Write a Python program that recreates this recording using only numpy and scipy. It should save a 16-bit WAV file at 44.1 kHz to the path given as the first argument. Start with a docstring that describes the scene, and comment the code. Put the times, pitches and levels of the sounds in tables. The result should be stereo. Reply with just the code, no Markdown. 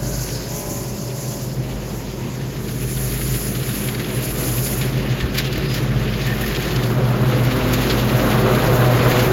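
"""At first a riding mower runs some way off while a small two-stroke hand tool rasps, hisses and briefly whines nearby.
After about two seconds the motor fades and twigs begin to snap; the tool hisses on behind a tree trunk until about 5 s.
The mower comes closer over dry leaves, with steel rings, clumps, chute spray, low thuds and two high chirps.
Near the end an overtone swells as the deck swings round, and the mower is close.
Wavering sines make the engines and blades, shaped noise makes air and leaves, and fading sines make the blows."""
import sys
import numpy as np
from scipy import signal
from scipy.fft import rfft, irfft, next_fast_len
from scipy.io import wavfile
from scipy.ndimage import uniform_filter1d, map_coordinates

SR = 44100
rng = np.random.default_rng(int(sys.argv[2]) if len(sys.argv) > 2 else 0)


def dump(signal):
    """Clip the signal to [-1, 1] and save it as 16-bit WAV at the path in sys.argv[1]."""
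    limited = np.clip(np.atleast_2d(signal).T, -1, 1)
    pcm = np.round(limited * 32767).astype(np.int16)
    wavfile.write(sys.argv[1], SR, pcm)


N = 411012
T = np.arange(N) / SR  # time of each sample [s]
BLADE_PASS_HZ = 125  # middle pitch of the blade overtones and rate of the roar's pulsing
PATCHY_DB = 1.5  # depth of the patches in most crackle and hiss


def amp(db):
    """Turn decibels into gain."""
    return 10 ** (np.asarray(db) / 20)


def unit(x):
    """Scale a sound to an rms of 1."""
    return x / np.sqrt(np.mean(x ** 2) + 1e-20)


def along(points, hz):
    """Read a table of (frequency [Hz], value) on a log frequency axis."""
    table_hz, values = np.transpose(points)
    return np.interp(np.log(hz + 1), np.log(table_hz + 1), values)


def curves(rows):
    """Draw one smooth-running curve over time for each column after the time."""
    times, *columns = np.transpose(rows)
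    return [np.interp(T, times, column) for column in columns]


def span(rows):
    """Stay at 1 while the table runs, fading over 0.15 s outside it."""
    outside = np.minimum(T - rows[0][0], rows[-1][0] - T)
    return np.clip(1 + outside / .15, 0, 1)


def swell(start, length, rise, fall):
    """Go from 0 to 1 over the rise, hold to the end of the length, then go back over the fall [s]."""
    return np.clip(np.minimum((T - start) / rise, 1 + (start + length - T) / fall), 0, 1)


def until(end, fall):
    """Stay at 1 up to the end, then go down to 0 over the fall [s]."""
    return np.clip(1 + (end - T) / fall, 0, 1)


def wobble(rate):
    """Make a smooth random curve with this many random points a second."""
    knots = rng.standard_normal(int(N * rate / SR) + 4)
    return map_coordinates(knots, [T * rate])


def filtered(x, response):
    """Multiply a sound's spectrum by a response that depends on frequency."""
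    m = next_fast_len(N + 8192)  # room for the tail
    return irfft(rfft(x, m) * response(np.fft.rfftfreq(m, 1 / SR)), m)[..., :N]


def tone(hz, unsteady):
    """Make a sine of rms 1 whose phase wavers by the unsteady curve [radians]."""
    phase = 2 * np.pi * np.cumsum(hz) / SR
    return np.sqrt(2) * np.sin(phase + rng.uniform(0, 2 * np.pi) + unsteady)


def struck(events, hz, t60, attack):
    """Make one short fading ring for each (time [s], level [dB]) blow, its pitch scattered a little."""
    out, t = np.zeros(N + SR), np.arange(SR // 2) / SR
    for (s, db), bend in zip(events, rng.normal(1, 0.0036, len(events))):
        shape = amp(db - 60 * t / t60) * (1 - np.exp(-t / attack))
        out[round(s * SR):][:len(t)] += shape * np.sin(2 * np.pi * hz * bend * t)
    return out[:N]


# How alike noise is at the two microphone ports: (frequency [Hz], likeness [0 to 1])
PORT_LIKENESS = [(100, .99), (300, .97), (450, .88), (650, .7), (1000, .8), (1800, .9), (3000, .75),
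                 (5300, .55), (7000, .7), (7700, .95), (8100, .9995), (9000, .9995), (9500, .93),
                 (10500, .7), (11800, .8), (12800, .999)]


def rush(spectrum, patchy_db, flutter_db, grains=0, grain_db=5):
    """Make patchy noise of rms 1 with optional crackle; the two ports share it only in part."""
    white = rng.standard_normal((2, N))
    clicks = rng.random(N) < 900 / SR  # about 900 a second
    click_gain = amp(grain_db * np.minimum(rng.exponential(size=N), 2))
    white[0] += grains * unit(clicks * click_gain * rng.standard_normal(N))

    # Smoothed random gains over time and frequency give the patches.
    z = signal.stft(white, nperseg=256)[2]
    field = uniform_filter1d(rng.standard_normal(z.shape[1:]), 8, 0)
    field = uniform_filter1d(field, 14, 1)
    pair = signal.istft(z * amp(patchy_db * unit(field)), nperseg=256)[1][:, :N]
    pair = pair * amp(flutter_db * (wobble(28) + 0.87 * wobble(60)))

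    def mix(hz):
        angle = np.arccos(np.clip(along(PORT_LIKENESS, hz), 0, 1)) / 2
        return amp(along(spectrum, hz)) * [np.cos(angle), np.sin(angle)]

    shared, own = filtered(pair, mix)
    return unit(np.array([shared + own, shared - own]))


# How far the mower is from the microphone ports: (time [s], distance [m])
MOWER_DISTANCE = [(0, 28), (1.2, 36.4), (3, 22), (4.2, 12.7), (5, 12), (6.3, 11.7), (6.9, 6.4), (7.3, 5.6),
                  (8.0, 4.76), (8.3, 3.04), (9.32, 2.65)]


def nearness_db():
    """Sound spreads out on its way, so doubling the mower's distance costs about 6 dB."""
    return -20 * np.log10(np.clip(curves(MOWER_DISTANCE)[0], 1, None))


# Mower engine: (time [s], firing rate [Hz], firing level [dB], fourth multiple's level [dB], lowered 1 dB below)
MOWER_ENGINE = [(0, 51.15, -30, -40), (1.15, 52.3, -43, -37), (1.8, 51.6, -32, -38), (2.4, 51.43, -38, -38),
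                (3.1, 51.33, -26.5, -32.5), (4.0, 51.75, -38, -34), (4.4, 51.73, -30.5, -35.5),
                (5.5, 52.5, -32, -34.5), (6.1, 52.6, -27, -28.5), (6.8, 52.56, -31.5, -32.5),
                (7.2, 52.5, -34, -26), (7.6, 52.84, -27.5, -33), (8.4, 53.3, -29, -23),
                (9.32, 52, -33, -40)]
# Other engine tones: (multiple of the firing rate, level relative to the firing tone [dB])
MOWER_ORDERS = [(3, -11), (8, -15.5)]


def engine():
    """The exhaust beats at the firing rate, with a few strong tones at multiples of it."""
    hz, db, fourth_db = curves(MOWER_ENGINE)
    shake = 0.07 * wobble(14)
    out = amp(db + 1.3 * wobble(9) + 1.8 * wobble(28)) * tone(hz, 2 * shake)
    out += amp(fourth_db - 1 + 2 * wobble(8)) * tone(4 * hz, 4 * shake)
    for k, level in MOWER_ORDERS:
        out += amp(db + level + 3 * wobble(5)) * tone(k * hz, k * shake)
    return out


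# Blade overtones: (multiple of the blade pass, level relative to the overall whirr [dB])
BLADE_OVERTONES = [(2, -9), (3, -3), (4, -9), (5, -11), (6, -14)]
# Two blades: (time [s], slow pass [Hz], slow level [dB], fast pass [Hz], fast level [dB])
BLADE_PASSES = [(0, 119.5, -33.5, 128, -33.5), (.8, 122.9, -38, 127.1, -37), (1.6, 120.3, -42, 127.8, -28),
                (2.0, 121.6, -35, 129.5, -34), (2.6, 121.5, -37, 129, -31), (3.3, 117.6, -34, 129.1, -26),
                (4.0, 119.5, -29, 129.6, -32), (4.6, 120, -31, 129.5, -25), (5.2, 118.5, -32, 133, -27.5),
                (6.0, 119.8, -24.5, 136.3, -26.5), (6.7, 122.3, -27.5, 137.5, -35),
                (6.95, 122.5, -18.5, 138.5, -27), (7.45, 123, -19, 139.4, -30),
                (8.0, 121, -24.5, 136.6, -46), (8.8, 122, -17.5, 137.2, -28),
                (9.32, 123.1, -21.5, 136, -46)]
# The second overtone's swell: (time [s], length [s], rise in level [dB])
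DECK_TURN = (7.3, 0.45, 11)


def blades():
    """Two belt-driven blades slip to slightly different speeds, so their tones beat."""
    hz = BLADE_PASS_HZ + 1.2 * wobble(2)  # slow drift
    shake = 0.42 * wobble(20)  # grass load jerks the blades
    whirr_db = -15 + nearness_db()  # -15 dB at 1 m
    start, length, turn_db = DECK_TURN
    turning = turn_db * swell(start, length, 0.098, 0.45)  # the deck swings round
    out = np.zeros(N)
    for k, level in BLADE_OVERTONES:
        level_db = whirr_db + level + (k == 2) * turning
        out += amp(level_db + 3.5 * wobble(17) + 1.2 * wobble(3)) * tone(k * hz, k * shake)
    slow_hz, slow_db, fast_hz, fast_db = curves(BLADE_PASSES)
    for pass_hz, db in ((slow_hz, slow_db), (fast_hz, fast_db)):
        out += amp(db + 1.8 * wobble(18)) * tone(pass_hz, 0.36 * wobble(25))
    return out


# Colour of the low rumble: (frequency [Hz], level [dB per Hz])
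RUMBLE_COLOUR = [(15, -24), (30, -16), (45, -10), (70, -6), (95, -2), (125, 8.5), (170, 2.5), (230, -1.5),
                 (330, -0.5), (420, -3), (520, -15.5), (700, -18), (1200, -73)]
# Colour of the roar above it: (frequency [Hz], level [dB per Hz])
ROAR_COLOUR = [(250, -6), (500, 6), (700, 1), (900, 0.5), (1100, 0.5), (1500, -3), (2200, -12),
               (4000, -18.5), (8000, -62)]


def deck_air():
    """Air churned under the deck rumbles and roars; the roar pulses at the middle blade-pass rate."""
    # Levels at 1 m; the bass carries far, so it grows less on the way in.
    rumble_db = -15.5 + 0.45 * nearness_db() + 0.16 * wobble(4)
    roar_db = -11.5 + nearness_db()
    rumble = amp(rumble_db) * rush(RUMBLE_COLOUR, patchy_db=0.5, flutter_db=0.52)
    roar = amp(roar_db) * rush(ROAR_COLOUR, patchy_db=1.0, flutter_db=.45, grains=.4)
    pulse = 1 + .17 * np.cos(2 * np.pi * BLADE_PASS_HZ * T + 2 * wobble(6))
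    return rumble + roar * pulse


# Clumps of leaves going through: (time of the peak [s], crackle level [dB], spray level [dB])
LEAF_CLUMPS = [(4.83, -34, -53), (5.39, -33, -44), (5.45, -34, -47), (5.76, -34, -32)]


def clumps():
    """Each clump of leaves lifts the crackle and the spray; returns both gain curves."""
    rise = .04  # time up to the peak, and down again [s]
    crackle, spray = np.zeros(N), np.zeros(N)
    for s, crackle_db, spray_db in LEAF_CLUMPS:
        shape = swell(s - rise, rise, rise, rise)
        crackle += amp(crackle_db) * shape
        spray += amp(spray_db) * shape
    return crackle, spray


# Leaves in the blades: (time [s], level [dB])
LEAF_CHOP = [(0, -42.5), (.3, -38.5), (1.0, -42.5), (2.3, -39.5), (2.65, -40), (3.0, -36), (3.4, -35),
             (4.1, -33.5), (4.75, -35), (4.9, -32), (5.4, -32), (5.82, -30), (5.9, -33.5), (6.2, -31),
             (6.3, -29.5), (6.72, -29), (7.03, -35), (7.9, -26.5), (8.1, -29.5), (8.6, -28), (8.9, -30.5),
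             (9.12, -25), (9.32, -30)]
# Colour of the chopped leaves: (frequency [Hz], level [dB per Hz])
LEAF_COLOUR = [(600, -47), (1200, -4), (1800, 3.5), (2800, 3.5), (3800, 0), (4800, -2.5), (5600, -7),
               (6500, -6.5), (8000, -5.5), (12000, -9.5), (16500, -21)]


def chopped_leaves():
    """Dry leaves break in the blades, heard as crackling noise."""
    level = amp(curves(LEAF_CHOP)[0]) + clumps()[0]
    return level * rush(LEAF_COLOUR, patchy_db=PATCHY_DB, flutter_db=1.03, grains=0.38)


# Tool motor: (time [s], half shaft speed [Hz], level [dB],
# dulling above the exhaust peak [dB per order], unevenness [radians per order])
TOOL_MOTOR = [(0, 42.4, -42, 1.5, .04), (.12, 43, -41, 1.5, .04), (.22, 41.5, -46, 1, .11),
              (.35, 39.3, -43, .8, .08), (.43, 40.3, -47, .8, .08), (.51, 42, -40, .4, .02),
              (.65, 42.5, -39.5, .2, .02), (.82, 43.4, -44, 0, .02), (.93, 42.4, -48, .3, .05),
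              (1.0, 41.8, -44, 1.2, .03), (1.2, 42.4, -42, .4, .02), (1.37, 43.7, -44, -.2, .02),
              (1.45, 41, -48, .5, .07), (1.52, 39.5, -47, .6, .05), (1.75, 38.9, -48, 0, .06),
              (1.95, 39, -49, -.3, .06), (2.18, 39.8, -48, -.3, .06), (2.32, 39.2, -51, -.3, .06),
              (2.5, 39, -60, 0, .07)]
# Tool tones: (multiple of half the shaft speed, level relative to the motor [dB])
TOOL_TONES = [(8, -4), (10, -6), (13, 0), (14, 0), (16, -2), (18, -5.5), (19, -12), (20, -4), (22, -10),
              (23, -6), (24, -5)]
# Colour of the exhaust rasp: (frequency [Hz], level [dB per Hz])
BURR_COLOUR = [(450, -40), (600, -13), (750, -9), (950, -3), (1150, -11), (1400, -34)]


def tool_motor():
    """A two-stroke fires unevenly every other turn: tones at half-speed multiples, and a rasp puffed each turn."""
    hz, motor_db, dulling_db, uneven = curves(TOOL_MOTOR)
    hz = hz + .07 * wobble(9)
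    shake = uneven * wobble(20)
    puffs = (1 + np.cos(4 * np.pi * np.cumsum(hz) / SR)) * rng.standard_normal(N)
    rasp = unit(filtered(puffs, lambda f: amp(along(BURR_COLOUR, f))))
    burr = amp(-45) * until(2.4, 0.48) * rasp
    motor = np.zeros(N)
    for k, level in TOOL_TONES:
        dulled_db = motor_db + level - dulling_db * max(k - 14, 0)  # the exhaust peaks at order 14
        motor += amp(dulled_db + 2 * wobble(7)) * tone(k * hz, k * shake)
    return span(TOOL_MOTOR) * motor + burr


# Colour of the tool's whine: (frequency [Hz], level [dB per Hz])
WHINE_COLOUR = [(1200, -40), (1400, -6), (1500, 5), (1650, -2), (1900, -33)]


def tool_whine():
    """A narrow band of noise gives the tool a breathy whine, fading from 0.28 s."""
    breath = filtered(rng.standard_normal(N), lambda f: amp(along(WHINE_COLOUR, f)))
    return amp(-44.5) * until(0.28, 0.34) * unit(breath)


# Tool head swung in view: (time [s], length [s], hiss level [dB], swish level [dB])
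TOOL_SWEEPS = [(0.017, 0.24, -32, -37), (0.447, 0.3, -32.5, -53), (1.125, 0.19, -36.5, -56),
               (1.84, 0.069, -40, -53), (2.2, 0.071, -72, -69), (2.577, .1, -53, -59)]
# Colour of the near hiss: (frequency [Hz], level [dB per Hz])
NEAR_HISS_COLOUR = [(4500, -30), (5600, -7), (6500, -3), (7300, -1), (8100, 0), (8700, -1), (9500, -4),
                    (11500, -9), (13700, -13), (16500, -23)]
# Colour of the swish: (frequency [Hz], level [dB per Hz])
SWISH_COLOUR = [(2800, -66), (3800, -7.5), (4600, 1), (5300, 2.5), (6200, -39)]


def tool_air():
    """The tool's air hisses and swishes, louder at each sweep of its head."""
    lingers = .55  # share of the resting sound that stays when the tool eases off
    resting = (1 - lingers) * until(1.48, .08) + lingers * until(2.8, 0.28)
    hiss, swish = amp(-33) * resting, amp(-43.5) * resting
    for s, length, hiss_db, swish_db in TOOL_SWEEPS:
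        hiss += amp(hiss_db) * swell(s, length, 0.092, 0.19)
        swish += amp(swish_db) * swell(s, length, 0.46, 0.28)
    out = hiss * rush(NEAR_HISS_COLOUR, patchy_db=1.5, flutter_db=0.83, grains=0.17)
    return out + swish * rush(SWISH_COLOUR, patchy_db=PATCHY_DB, flutter_db=1.0, grains=0.67)


# Grit rattling on the deck steel: (time [s], level [dB])
GRIT_RATTLE = [(2.3, -52), (2.55, -50), (3.35, -62), (5.1, -52), (6.22, -48), (6.27, -34), (6.33, -35),
               (6.38, -47), (6.43, -35), (6.47, -38), (6.52, -41), (6.57, -36), (6.62, -41), (6.7, -35),
               (6.78, -54), (7.2, -63)]


def deck_rattle():
    """Random grit hits make the deck steel ring at one note."""
    grit = (rng.random(N) < 150 / SR) * rng.standard_normal(N)  # about 150 hits a second
    # A resonance at 1810 Hz, 40 Hz wide.
    steel = unit(filtered(grit, lambda f: 1j * f * 40 / (1810 ** 2 - f * f + 1j * f * 40)))
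    return span(GRIT_RATTLE) * amp(curves(GRIT_RATTLE)[0]) * steel


# Twigs struck: (time [s], crack level [dB], treble level [dB], time to fade by 60 dB [s]);
# both levels are before the burst's shape
TWIG_SNAPS = [(2.399, -32, -45, 0.046), (2.459, -32, -45, .05), (2.5625, -27, -42, 0.045),
              (2.681, -24.5, -42, 0.061), (2.966, -25, -36, 0.058), (3.12, -22, -38, 0.041),
              (3.2095, -24, -34, 0.054), (3.3394, -19, -26, 0.083), (3.548, -20, -38, 0.052),
              (3.628, -20, -36, 0.052), (3.688, -24, -38, 0.045), (3.885, -17.5, -36, 0.034),
              (3.946, -17, -35, 0.03), (3.9944, -18.5, -30, 0.063), (4.042, -19, -36, 0.046),
              (4.102, -21, -38, 0.032), (4.4299, -20.5, -22, 0.061), (4.5761, -21.5, -31, .05),
              (4.6614, -19.5, -15, .05), (4.8096, -16, -36, 0.056), (4.9722, -20.5, -33, 0.043),
              (5.201, -17, -45, 0.054), (5.3414, -16, -26, 0.086), (5.371, -14, -40, 0.063),
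              (5.3813, -10.5, -19, 0.043), (5.396, -20, -34, 0.045), (5.441, -20, -38, .08),
              (5.468, -22, -38, 0.044), (5.526, -16, -23, 0.029), (5.5559, -17, -33, 0.036),
              (5.577, -24, -23, 0.025), (5.7115, -23, -28, .05), (5.741, -18, -24, .05),
              (6.025, -22.5, -44, 0.058), (6.121, -27, -43, 0.044), (6.212, -22, -36, 0.055),
              (6.261, -21, -24, 0.088), (6.4079, -24, -25, 0.048), (6.459, -21, -36, .04),
              (6.547, -16, -30, 0.038), (6.559, -16, -36, 0.046), (6.62, -18, -36, .05),
              (6.648, -20, -34, 0.045), (6.6774, -20, -38, .05), (6.705, -18.5, -36, .05),
              (6.76, -13.5, -38, 0.028), (6.83, -20, -38, 0.068), (7.508, -20.5, -36, .05),
              (7.73, -13, -18, 0.078), (7.812, -20, -32, 0.046), (7.8955, -12, -42, 0.097),
              (8.0908, -19, -27, .05), (8.5461, -18, -22, .05), (9.11, -19, -27, .06),
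              (9.19, -17, -30, 0.056)]
# Colour of the cracks: (frequency [Hz], level [dB per Hz])
TWIG_COLOUR = [(700, -43), (1300, -1.5), (2000, 2.5), (3000, 4), (4200, 2), (5200, -2), (6000, -9.5),
               (8000, 1.5), (12000, -20.5), (16500, -26)]
# Clippings blown out of the chute: (time [s], level [dB])
CHUTE_SPRAY = [(4.8, -52), (5.15, -53), (6.0, -59), (6.44, -36.5), (6.9, -39.5), (7.6, -37), (7.8, -33.5),
               (9.32, -31)]
# Colour of the spray and the snaps' treble: (frequency [Hz], level [dB per Hz])
SPRAY_COLOUR = [(3500, -40), (5200, -6), (5900, -7), (6600, -3), (8600, 0), (10000, -1), (12500, -2),
                (13700, -4), (16500, -10)]


def twigs_and_spray():
    """Twigs snap in short noise bursts, and clippings spray from the chute in the noise of the snaps' treble."""
    burst, bright, t = np.zeros(N + SR), np.zeros(N + SR), np.arange(SR // 8) / SR
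    first = 4.2  # lesser twigs fall at random from here on [s]
    small = [(first + u * (N / SR - first), -30 + 8 * (v - .5), -40 + 8 * (w - .5), .04)
             for u, v, w in rng.random(size=(40, 3))]
    for s, crack_db, treble_db, t60 in TWIG_SNAPS + small:
        progress = t / np.clip(t60, .02, .15)
        shape = amp(3 - 60 * progress) * (1 - np.exp(-8 * progress))
        burst[round(s * SR):][:len(t)] += amp(crack_db) * shape
        bright[round(s * SR):][:len(t)] += amp(treble_db) * shape
    snaps = burst[:N] * rush(TWIG_COLOUR, patchy_db=2, flutter_db=0, grains=.5)
    chute = span(CHUTE_SPRAY) * amp(curves(CHUTE_SPRAY)[0] + 0.37 * wobble(6.8))
    spray = chute + bright[:N] + clumps()[1]
    return snaps + spray * rush(SPRAY_COLOUR, patchy_db=PATCHY_DB, flutter_db=1.7, grains=0.55)


# Tool behind the trunk: (time [s], length [s], hiss level [dB])
TRUNK_SWEEPS = [(2.545, 0.15, -31.5), (2.772, 0.22, -23.5), (3.097, 0.35, -24), (3.566, 0.21, -23.5),
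                (3.99, 0.28, -25.5), (4.29, 0.4, -23.5)]
# Colour of the hiss from behind the trunk: (frequency [Hz], level [dB per Hz])
TRUNK_HISS_COLOUR = [(3000, -30), (4500, -11), (5800, -11), (7300, -2), (8200, -4.5), (9400, 0), (10500, 0),
                     (12400, -6), (13700, -11), (16500, -17)]


def hidden_tool_air():
    """Behind the trunk the tool's hiss has another colour and swells with each sweep."""
    level = sum(amp(db) * swell(s, length, 0.25, 0.3) for s, length, db in TRUNK_SWEEPS)
    return level * rush(TRUNK_HISS_COLOUR, patchy_db=PATCHY_DB, flutter_db=1.1, grains=0.31)


# Stones on the deck steel: (time [s], level before the ring's shape and the lowering below [dB])
STONE_PINGS = [(3.3405, -30), (3.502, -28), (3.9786, -32), (4.7553, -27), (4.8291, -26), (5.0317, -29),
               (5.2014, -19), (5.3638, -26), (5.5265, -23), (5.6562, -31), (6.2624, -23), (6.3115, -27),
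               (6.409, -24), (6.435, -24), (6.4889, -28), (6.565, -25)]


def deck_stones():
    """Stones strike the deck steel, which rings briefly at the same note as the grit."""
    rings = struck(STONE_PINGS, hz=1810, t60=0.14, attack=0.01)
    return rings * amp(2.5 * wobble(60) - 4.5)


# Low thuds: (time [s], level before the ring's shape [dB])
LOW_THUDS = [(5.229, -3), (5.574, -12), (5.955, -11)]


def thuds():
    """Soft low pushes, each with a weaker knock above, made of fast-fading sines."""
    low = struck(LOW_THUDS, hz=71, t60=0.12, attack=0.017)
    return low + amp(-1) * struck(LOW_THUDS, hz=128, t60=0.11, attack=0.0086)


# Short high chirps: (time [s], level before the ring's shape [dB])
HIGH_CHIRPS = [(5.681, -29), (5.7114, -26)]


def chirps():
    """Short high chirps, each a sine that fades fast."""
    return struck(HIGH_CHIRPS, hz=5030, t60=0.1, attack=.003)


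def scene():
    """Add up all sources as they reach the two ports."""
    mower = engine() + blades() + deck_air() + chopped_leaves()
    tool = tool_motor() + tool_whine() + tool_air() + hidden_tool_air()
    hits = deck_rattle() + twigs_and_spray() + deck_stones() + thuds() + chirps()
    return mower + tool + hits


# Phase between the ports: (frequency [Hz], how far left leads [radians])
LEFT_LEAD = [(30, -.35), (400, -.42), (600, .4), (900, 1.5), (1300, .2), (1900, .2), (2500, .7), (3100, 1),
             (5000, .5), (5800, -1.4), (6500, -.9), (7300, -2.4), (8000, -3.13), (9000, -3.15),
             (10400, -4.3), (11500, -5), (12600, -6.283)]
# Balance between the ports: (frequency [Hz], left over right [dB])
LEFT_LOUDER = [(250, 0), (450, -3), (620, -5), (900, -1.5), (1500, 0), (3500, 1), (5000, 1), (5800, -2),
               (7000, 1), (7800, 0)]


def record(dry):
    """The two ports differ in phase and loudness by frequency, half on each side; the top is cut off."""
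    def half(hz):
        return amp(along(LEFT_LOUDER, hz) / 2) * np.exp(1j * along(LEFT_LEAD, hz) / 2)

    def ports(hz):
        left = half(hz)
        right = np.where(hz > 0, 1, 0) / half(hz)
        return np.array([left, right]) * (hz < 16050)  # nothing from 16050 Hz up

    return filtered(dry, ports)


dry = scene()
out = record(dry)
dump(out)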